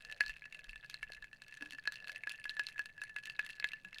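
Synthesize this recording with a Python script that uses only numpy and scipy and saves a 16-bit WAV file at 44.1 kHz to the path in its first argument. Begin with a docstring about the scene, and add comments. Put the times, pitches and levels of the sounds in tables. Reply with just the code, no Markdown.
"""A quiet room: up close, ice cubes rattle in a hand-held tumbler of drink as it is swirled.
Each knock adds two fading rings of the glass, a blunt push, short thud and tick tones, and a noisy crack.
Random small knocks chatter between the listed ones, and more loudly after sharp ticks.
Dull glugs are short low tones with rough noise; murmur and rumble are swelling bands of noise.
Faint room air with a wavering hum lies underneath, and the glass gets a short room echo."""
import sys
import numpy as np
from scipy import signal
from scipy.fft import rfft, irfft
from scipy.io import wavfile
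from scipy.ndimage import uniform_filter1d

SR = 44100
rng = np.random.default_rng(int(sys.argv[2]) if len(sys.argv) > 2 else 0)


def int16_out(signal):
    """Quantize to a 16-bit WAV file."""
    q = np.round(np.clip(np.atleast_2d(signal).T, -1, 1) * 32767)
    wavfile.write(sys.argv[1], SR, q.astype(np.int16))


N = 176400

# Knocks of ice on glass: start_s, low_ring_db, upper_ring_db, tick_db
ICE_KNOCKS = [(0.007, -53, -49, -54), (0.0224, -65, -52, -46.5), (0.0492, -43.5, -43, -39.5),
              (0.0982, -42, -44, -47), (0.1138, -44, -48, -38), (0.1242, -44, -36, -37.5),
              (0.207, -19.5, -28, -23), (0.2372, -37.5, -52, -51), (0.2623, -47, -45, -35.5),
              (0.2809, -58, -44.5, -36), (0.2948, -36.5, -34.5, -35), (0.3048, -59, -39.5, -52),
              (0.3388, -56, -44, -51), (0.3647, -47, -42.5, -53), (0.4207, -46.5, -49, -60),
              (0.4408, -53, -41, -62), (0.4551, -42, -42.5, -47), (0.5251, -52, -38.5, -41),
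              (0.5471, -54, -37, -45), (0.5917, -46, -41, -47.5), (0.6428, -72, -55, -39.5),
              (0.6937, -54, -37, -43.5), (0.7314, -46.5, -43.5, -56), (0.7584, -43, -41, -42.5),
              (0.828, -51, -54, -65), (0.8364, -46, -48.5, -76), (0.8459, -43.5, -46.5, -51),
              (0.8984, -48, -43.5, -33.5), (0.9096, -76, -55, -46.5), (0.926, -71, -55, -55),
              (0.9423, -40.5, -41, -35.5), (1.0288, -34.5, -35, -36.5), (1.0948, -47, -64, -71),
              (1.1199, -47, -44, -39.5), (1.1355, -46, -71, -48), (1.1477, -81, -45, -45.5),
              (1.17, -55.5, -50, -57.5), (1.2242, -42, -46, -48.5), (1.2426, -41, -47, -45.5),
              (1.3302, -44, -44, -49), (1.4195, -45.5, -45, -40), (1.4814, -79, -49, -42),
              (1.5244, -45.5, -43.5, -53), (1.5407, -48, -55, -42), (1.5716, -46.5, -62, -43),
              (1.6091, -43, -44, -46), (1.6233, -35, -36, -39), (1.6598, -45, -45.5, -53),
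              (1.7079, -59, -65, -35.5), (1.7223, -48, -39.5, -36), (1.7328, -44, -43.5, -44),
              (1.7483, -46.5, -43.5, -47), (1.7849, -37, -46, -48), (1.838, -55, -55, -49),
              (1.855, -40, -44, -44), (1.8748, -23.5, -33.5, -32), (1.9219, -42, -48, -30.5),
              (1.9415, -48.5, -58, -39), (1.9567, -50, -42.5, -40), (2.002, -49.5, -43, -49),
              (2.0437, -41.5, -42.5, -51.5), (2.0732, -40.5, -41, -39), (2.0816, -77, -61, -34.5),
              (2.0948, -33.5, -35.5, -39), (2.118, -48.5, -50, -33.5), (2.1597, -44, -35.5, -38.5),
              (2.217, -66, -68, -64), (2.2358, -41, -38, -44), (2.272, -29, -35.5, -38),
              (2.2946, -71, -50, -29.5), (2.3027, -65, -36.5, -46), (2.3127, -45, -33, -49),
              (2.3197, -66, -45, -34.5), (2.338, -45.5, -59, -68), (2.3984, -46, -48, -49),
              (2.4417, -55, -38, -35.5), (2.4547, -32.5, -41, -41), (2.4945, -40, -47, -34.5),
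              (2.499, -49, -38, -41.5), (2.508, -48, -54, -44), (2.5678, -36, -49, -40),
              (2.595, -26, -30.5, -28), (2.6679, -63, -60, -34.5), (2.6868, -45, -73, -35),
              (2.699, -75, -51, -64), (2.7596, -43.5, -63, -66), (2.7798, -41, -38, -45),
              (2.7931, -28, -32, -33.5), (2.8575, -43, -48, -35.5), (2.979, -44.5, -49, -50.5),
              (3.0166, -34.5, -34.5, -35), (3.037, -37.5, -61, -36.5), (3.0954, -44.5, -49, -70),
              (3.163, -34.5, -31, -38), (3.1853, -42.5, -40.5, -45.5), (3.2361, -51, -46, -43.5),
              (3.256, -51, -39, -33), (3.2716, -53, -48, -37), (3.2982, -44.5, -33, -38.5),
              (3.3928, -25.5, -25.5, -29.5), (3.4301, -43.5, -66, -77), (3.4475, -46, -53, -42),
              (3.4637, -54, -39, -36), (3.4907, -77, -41, -41.5), (3.4963, -39, -45, -48),
              (3.5026, -67, -37, -41), (3.5323, -55, -45.5, -55), (3.5544, -62, -82, -51.5),
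              (3.583, -50, -73, -71), (3.599, -37.5, -38, -34.5), (3.6256, -39.5, -34.5, -67),
              (3.6432, -25.5, -29.5, -30.5), (3.673, -58, -49, -47), (3.6883, -69, -45, -38.5),
              (3.7183, -52, -39, -42), (3.734, -37.5, -32.5, -40), (3.8481, -43, -39, -45),
              (3.8864, -58, -51, -56), (3.9287, -51.5, -44, -50), (3.9451, -69, -48, -42),
              (3.9844, -50, -40, -35.5)]
# Fingers hold the glass tighter or looser, so the low ring lasts less or more: time_s, t60_s
FINGER_GRIP = [(0, 0.067), (1.4, 0.047), (2.3, 0.05), (2.47, 0.083), (2.6, 0.099), (3.1, 0.089),
               (3.4, 0.056), (3.64, 0.043), (3.75, .1)]
# Moments when the drink slops furthest up the wall and the glass rings lowest: time_s
SLOP_TIMES = [0, .22, .41, .62, .88, 1.13, 1.26, 1.44, 1.64, 1.87, 2.09, 2.28, 2.46, 2.62, 2.8, 3.02, 3.19,
              3.39, 3.62, 3.87, 4.06]
# Short tones struck by each tick: pitch_hz, level_db (against the tick), t60_s
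TICK_TONES = [(3450, -4.5, 0.0034), (4220, -3.5, 0.0069), (9480, -20, 0.0073)]
# Short tones that go with the upper ring: pitch_hz, level_db (against the upper ring), t60_s
THUD_TONES = [(2114, -7, 0.012)]
# Where the dull, middle and bright noise bands of a crack lie: pitch_hz
CRACK_BANDS = [3334, 5990, 10480]
# Dull glugs and the closing thump: start_s, tone_peak_db, pitch_hz, length_s
GLUG_BURSTS = [(1.101, -50, 594, 0.0051), (1.607, -55.5, 296.4, 0.063), (1.624, -52, 270, 0.025),
               (1.635, -62.5, 301, 0.11), (1.728, -62, 275, 0.048), (3.851, -63, 187, 0.057)]
# The drink murmurs softly as it swirls: start_s, level_db, length_s
MURMUR_SWELLS = [(0, -71, 0.23), (.5, -75.5, 0.16), (1.95, -72, 0.31)]
# Lower and upper edge of the murmur: pitch_hz
MURMUR_BAND = [462, 735]
# Gusts of rumble: start_s, level_db, length_s
RUMBLE_GUSTS = [(0, -66.5, 0.2), (0.197, -55.5, 0.18), (0.573, -57, 0.26), (0.91, -63, 0.42)]
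# Loudness curve of the room air: pitch_hz, level_db (per Hz)
ROOM_AIR = [(20, -86.5), (60, -103), (150, -95), (300, -108), (650, -108), (1000, -115), (8000, -128),
            (16000, -134)]

# A t60 is the time in seconds for a sound to fade by 60 dB; a spread is the size of a random change.
SPAN, SHORT = 6000, 1500  # samples of a knock and of its tick
LOW_HZ, LOW_SWING_HZ = 1716, 30
UPPER_HZ, UPPER_SWING_HZ, UPPER_SPREAD, UPPER_T60 = 2635, 25, 0.01, 0.023
DAMPING_SPREAD = 0.04  # the ice damps each low ring a little differently
RISE_S, CONTACT_S = 0.00025, 0.00053  # onset times of the rings and of the tick
PUSH_DB, PUSH_S = -8.5, 0.00023  # blunt shove of the cube, against the low ring
TICK_SPREAD_DB, TICK_DETUNE, TILT_SPREAD_DB = 7.5, 0.045, 1.5
CRACK_DB, CRACK_T60 = -5.5, 0.0048  # level against the tick
CRACK_TAIL_DB, CRACK_TAIL_T60 = -18.5, 0.032  # level against the crack
GRAZE_S, GRAZE_DB = 0.0029, -22  # typical lead and level of a light touch before the knock
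SLOTS, CHATTER_PER_S = 800, 150  # chances for a chatter knock, and average rate
CHATTER_DB, CHATTER_SPREAD_DB, CHATTER_TICK_DB = -60.5, 6, -0.5
FOLLOW, FOLLOW_S, FOLLOW_FROM_DB = 0.56, 0.023, -43  # how chatter follows the recent tick power
GLUG_ROUGH = 0.35  # share of noise beside the tone
RUMBLE_LOW_HZ, RUMBLE_HIGH_HZ = 14, 39
HUM_HZ, HUM_DB = 123, -82.5
ROOM_DB, ROOM_T60, ROOM_TREBLE_T60 = -17.5, 0.14, 0.1
EDGE_HZ = 16300


def ice():
    """Cubes hit the glass in listed knocks, each after a light graze, with chatter between."""
    out, tick_power = np.zeros(N), np.zeros(N)
    rings = slosh(LOW_HZ, LOW_SWING_HZ), slosh(UPPER_HZ, UPPER_SWING_HZ)
    noise = crack_noise()
    luck_count = 4 + 2 * len(THUD_TONES + TICK_TONES)
    graze_fade = amp(GRAZE_DB) * np.hanning(2 * SHORT)[SHORT:] ** 20
    for row, luck in zip(ICE_KNOCKS, rng.standard_normal((len(ICE_KNOCKS), luck_count))):
        start_s, tick_db = row[0], row[3]
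        sound = knock(*row, rings, luck, noise)
        add(out, start_s, sound)
        lead_s = GRAZE_S * np.exp(0.23 * luck[-1].clip(-2, 2))
        add(out, start_s - lead_s, sound[:SHORT] * graze_fade)
        add(tick_power, start_s, amp([2 * tick_db]))  # doubled dB gives power
    return out + chatter(tick_power, rings, noise, luck_count)


def knock(start_s, low_db, upper_db, tick_db, rings, luck, noise):
    """A blow shoves the glass, sets two fading rings going and makes a tick at its start."""
    t, at = np.arange(SPAN) / SR, round(start_s * SR)
    low, upper = (phase[at:at + SPAN] - phase[at] for phase in rings)
    low_t60 = np.interp(start_s, *np.transpose(FINGER_GRIP))
    low_fade_db = -60 * t / low_t60 * np.exp(DAMPING_SPREAD * luck[-2])
    low_ring = amp(low_db + low_fade_db) * np.sin(low)
    upper_ring = amp(upper_db - 60 * t / UPPER_T60) * np.sin(upper * (1 + UPPER_SPREAD * luck[0]))
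    push_level = amp(low_db + PUSH_DB + TILT_SPREAD_DB * luck[1].clip(-2, 1))
    push = push_level * (1 - t / PUSH_S) * np.exp(-t / PUSH_S)
    out = (low_ring + upper_ring + push) * (1 - np.exp(-t / RISE_S))

    t = t[:SHORT]
    sharp = tick(upper_db, tick_db, luck, t) + crack(tick_db, luck, noise[:, at:at + SHORT], t)
    out[:SHORT] += sharp * np.sin(np.pi / 2 * np.minimum(t / CONTACT_S, 1)) ** 2
    return out


def tick(upper_db, tick_db, luck, t):
    """Short glass tones whose pitch and level vary with the spot struck."""
    hz, db, t60 = np.transpose(THUD_TONES + TICK_TONES)[:, :, None]
    blow_db = np.repeat([upper_db, tick_db], [len(THUD_TONES), len(TICK_TONES)])[:, None]
    detune, level = luck[4:].reshape(2, -1, 1)
    tone_db = blow_db + db + TICK_SPREAD_DB * level
    tones = ring(hz * (1 + TICK_DETUNE * detune), tone_db, t60, t)
    return tones.sum(0) * np.sign(luck[0])  # the first swing goes either way


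def crack(tick_db, luck, noise, t):
    """Three bands of noise in a random balance fade fast, then leave a softer tail."""
    fade = amp(-60 * t / CRACK_T60) + amp(CRACK_TAIL_DB - 60 * t / CRACK_TAIL_T60)
    return fade * (amp(tick_db + CRACK_DB + TILT_SPREAD_DB * luck[1:4]) @ noise)


def crack_noise():
    """Make dull, middle and bright bands of noise, weaker as the pitch rises."""
    bands = []
    for hz in CRACK_BANDS:
        noise = band(rng.standard_normal(N + SPAN), 2, hz / 1.59, hz * 1.177)
        bands.append(evened(noise) * CRACK_BANDS[0] / hz)
    return np.array(bands)


def slosh(hz, swing_hz):
    """The running phase of a ring whose pitch dips each time the drink slops up the wall."""
    turn = np.interp(np.arange(N + SPAN) / SR, SLOP_TIMES, np.arange(len(SLOP_TIMES)))
    return 2 * np.pi * np.cumsum(hz - swing_hz * np.cos(2 * np.pi * turn)) / SR


def chatter(tick_power, rings, noise, luck_count):
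    """Random small knocks grow louder in the fading wake of sharp ticks."""
    out = np.zeros(N)
    wake = signal.lfilter([1], [1, -np.exp(-1 / (FOLLOW_S * SR))], tick_power)
    busy_db = 10 * np.log10(wake + amp(-130))
    slots = rng.random((SLOTS, 2))
    slot_s = N / SR / SLOTS
    for k, luck in enumerate(rng.standard_normal((SLOTS, 3 + luck_count))):
        chance, place = slots[k]
        start_s = (k + place) * slot_s
        if chance < CHATTER_PER_S * slot_s:
            follow_db = FOLLOW * (busy_db[int(start_s * SR)] - FOLLOW_FROM_DB)
            low_db, upper_db, tick_db = CHATTER_DB + follow_db + CHATTER_SPREAD_DB * luck[:3]
            sound = knock(start_s, low_db, upper_db, tick_db + CHATTER_TICK_DB, rings, luck[3:], noise)
            add(out, start_s, sound)
    return out


def glugs():
    """Soft low tone bursts swell and fade with a rough, noisy body."""
    out = np.zeros(N)
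    bursts = zip(GLUG_BURSTS, rng.standard_normal((len(GLUG_BURSTS), SPAN)))
    for (start_s, db, hz, length_s), noise in bursts:
        t = np.arange(0, length_s, 1 / SR)
        body = evened(band(noise, 1, hz / 1.25, hz * 2.86))[:len(t)]
        swell = np.sin(np.pi * (t / t[-1]) ** 0.46) ** 2  # rises faster than it falls
        add(out, start_s, amp(db) * swell * (np.sin(2 * np.pi * hz * t) + GLUG_ROUGH * body))
    return out


def murmur():
    """The swirling drink gives soft swells of mid-low noise."""
    return swells(MURMUR_SWELLS, *MURMUR_BAND)


def rumble():
    """Very low noise comes in gusts."""
    return swells(RUMBLE_GUSTS, RUMBLE_LOW_HZ, RUMBLE_HIGH_HZ)


def swells(rows, low_hz, high_hz):
    """Lumpy band noise swells and fades at each row."""
    noise = band(rng.standard_normal(N), 3, low_hz, high_hz)
    level = np.zeros(N)
    for start_s, db, length_s in rows:
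        add(level, start_s, amp(db) * np.sqrt(np.hanning(int(length_s * SR))))
    return evened(noise) * level


def air():
    """Steady noise shaped by the air curve, with a faint hum of wavering level."""
    hz, (curve_hz, curve_db) = np.fft.rfftfreq(N, 1 / SR), np.transpose(ROOM_AIR)
    shape = amp(np.interp(np.log(hz + 1), np.log(curve_hz), curve_db)) * np.sqrt(SR / 2)
    noise = irfft(rfft(rng.standard_normal(N)) * shape, N)
    waver = 1 + 0.75 * evened(uniform_filter1d(rng.standard_normal(N), SPAN))
    return noise + amp(HUM_DB) * waver * np.sin(2 * np.pi * HUM_HZ * np.arange(N) / SR)


def room(x):
    """Echoes arrive as sparse random taps, and their treble dies sooner."""
    taps = np.zeros(2 * SPAN)
    at = np.arange(120, len(taps) - 20, 20)
    taps[at + rng.integers(0, 20, len(at))] = rng.choice([-1., 1.], len(at))
    dull = signal.sosfilt(signal.butter(2, 3500, fs=SR, output="sos"), taps)
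    t = np.arange(len(taps)) / SR
    tail = dull * amp(-60 * t / ROOM_T60) + (taps - dull) * amp(-60 * t / ROOM_TREBLE_T60)
    return signal.fftconvolve(x, tail / np.linalg.norm(tail))[:N]


def amp(db):
    """Turn decibels into a plain multiplier."""
    return 10 ** (np.asarray(db) / 20)


def evened(x):
    """Scale a sound to an average (RMS) strength of one."""
    return x / np.sqrt(np.mean(x ** 2) + 1e-20)


def band(x, order, low_hz, high_hz):
    """Keep mainly the pitches between two edges."""
    return signal.sosfilt(signal.butter(order, [low_hz, high_hz], "band", fs=SR, output="sos"), x)


def ring(hz, db, t60, t):
    """Struck tones are sine waves that fade steadily in decibels, one per row."""
    return amp(db - 60 * t / t60) * np.sin(2 * np.pi * hz * t)


def add(mix, start_s, sound):
    """Lay a sound into the mix, cut off at the end of the mix."""
    part = mix[round(start_s * SR):][:len(sound)]
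    part += sound[:len(part)]


def scene():
    """The glass and its echo sound over air, rumble and murmur."""
    glass = ice() + glugs()
    echo = amp(ROOM_DB) * room(glass)
    return (glass + echo + air() + rumble() + murmur())[None]


def record(dry):
    """A steep filter removes the highest treble."""
    low_pass = signal.firwin(511, EDGE_HZ, window=("kaiser", 9), fs=SR)
    return signal.oaconvolve(dry, low_pass[None], "same")


dry = scene()
out = record(dry)
int16_out(out)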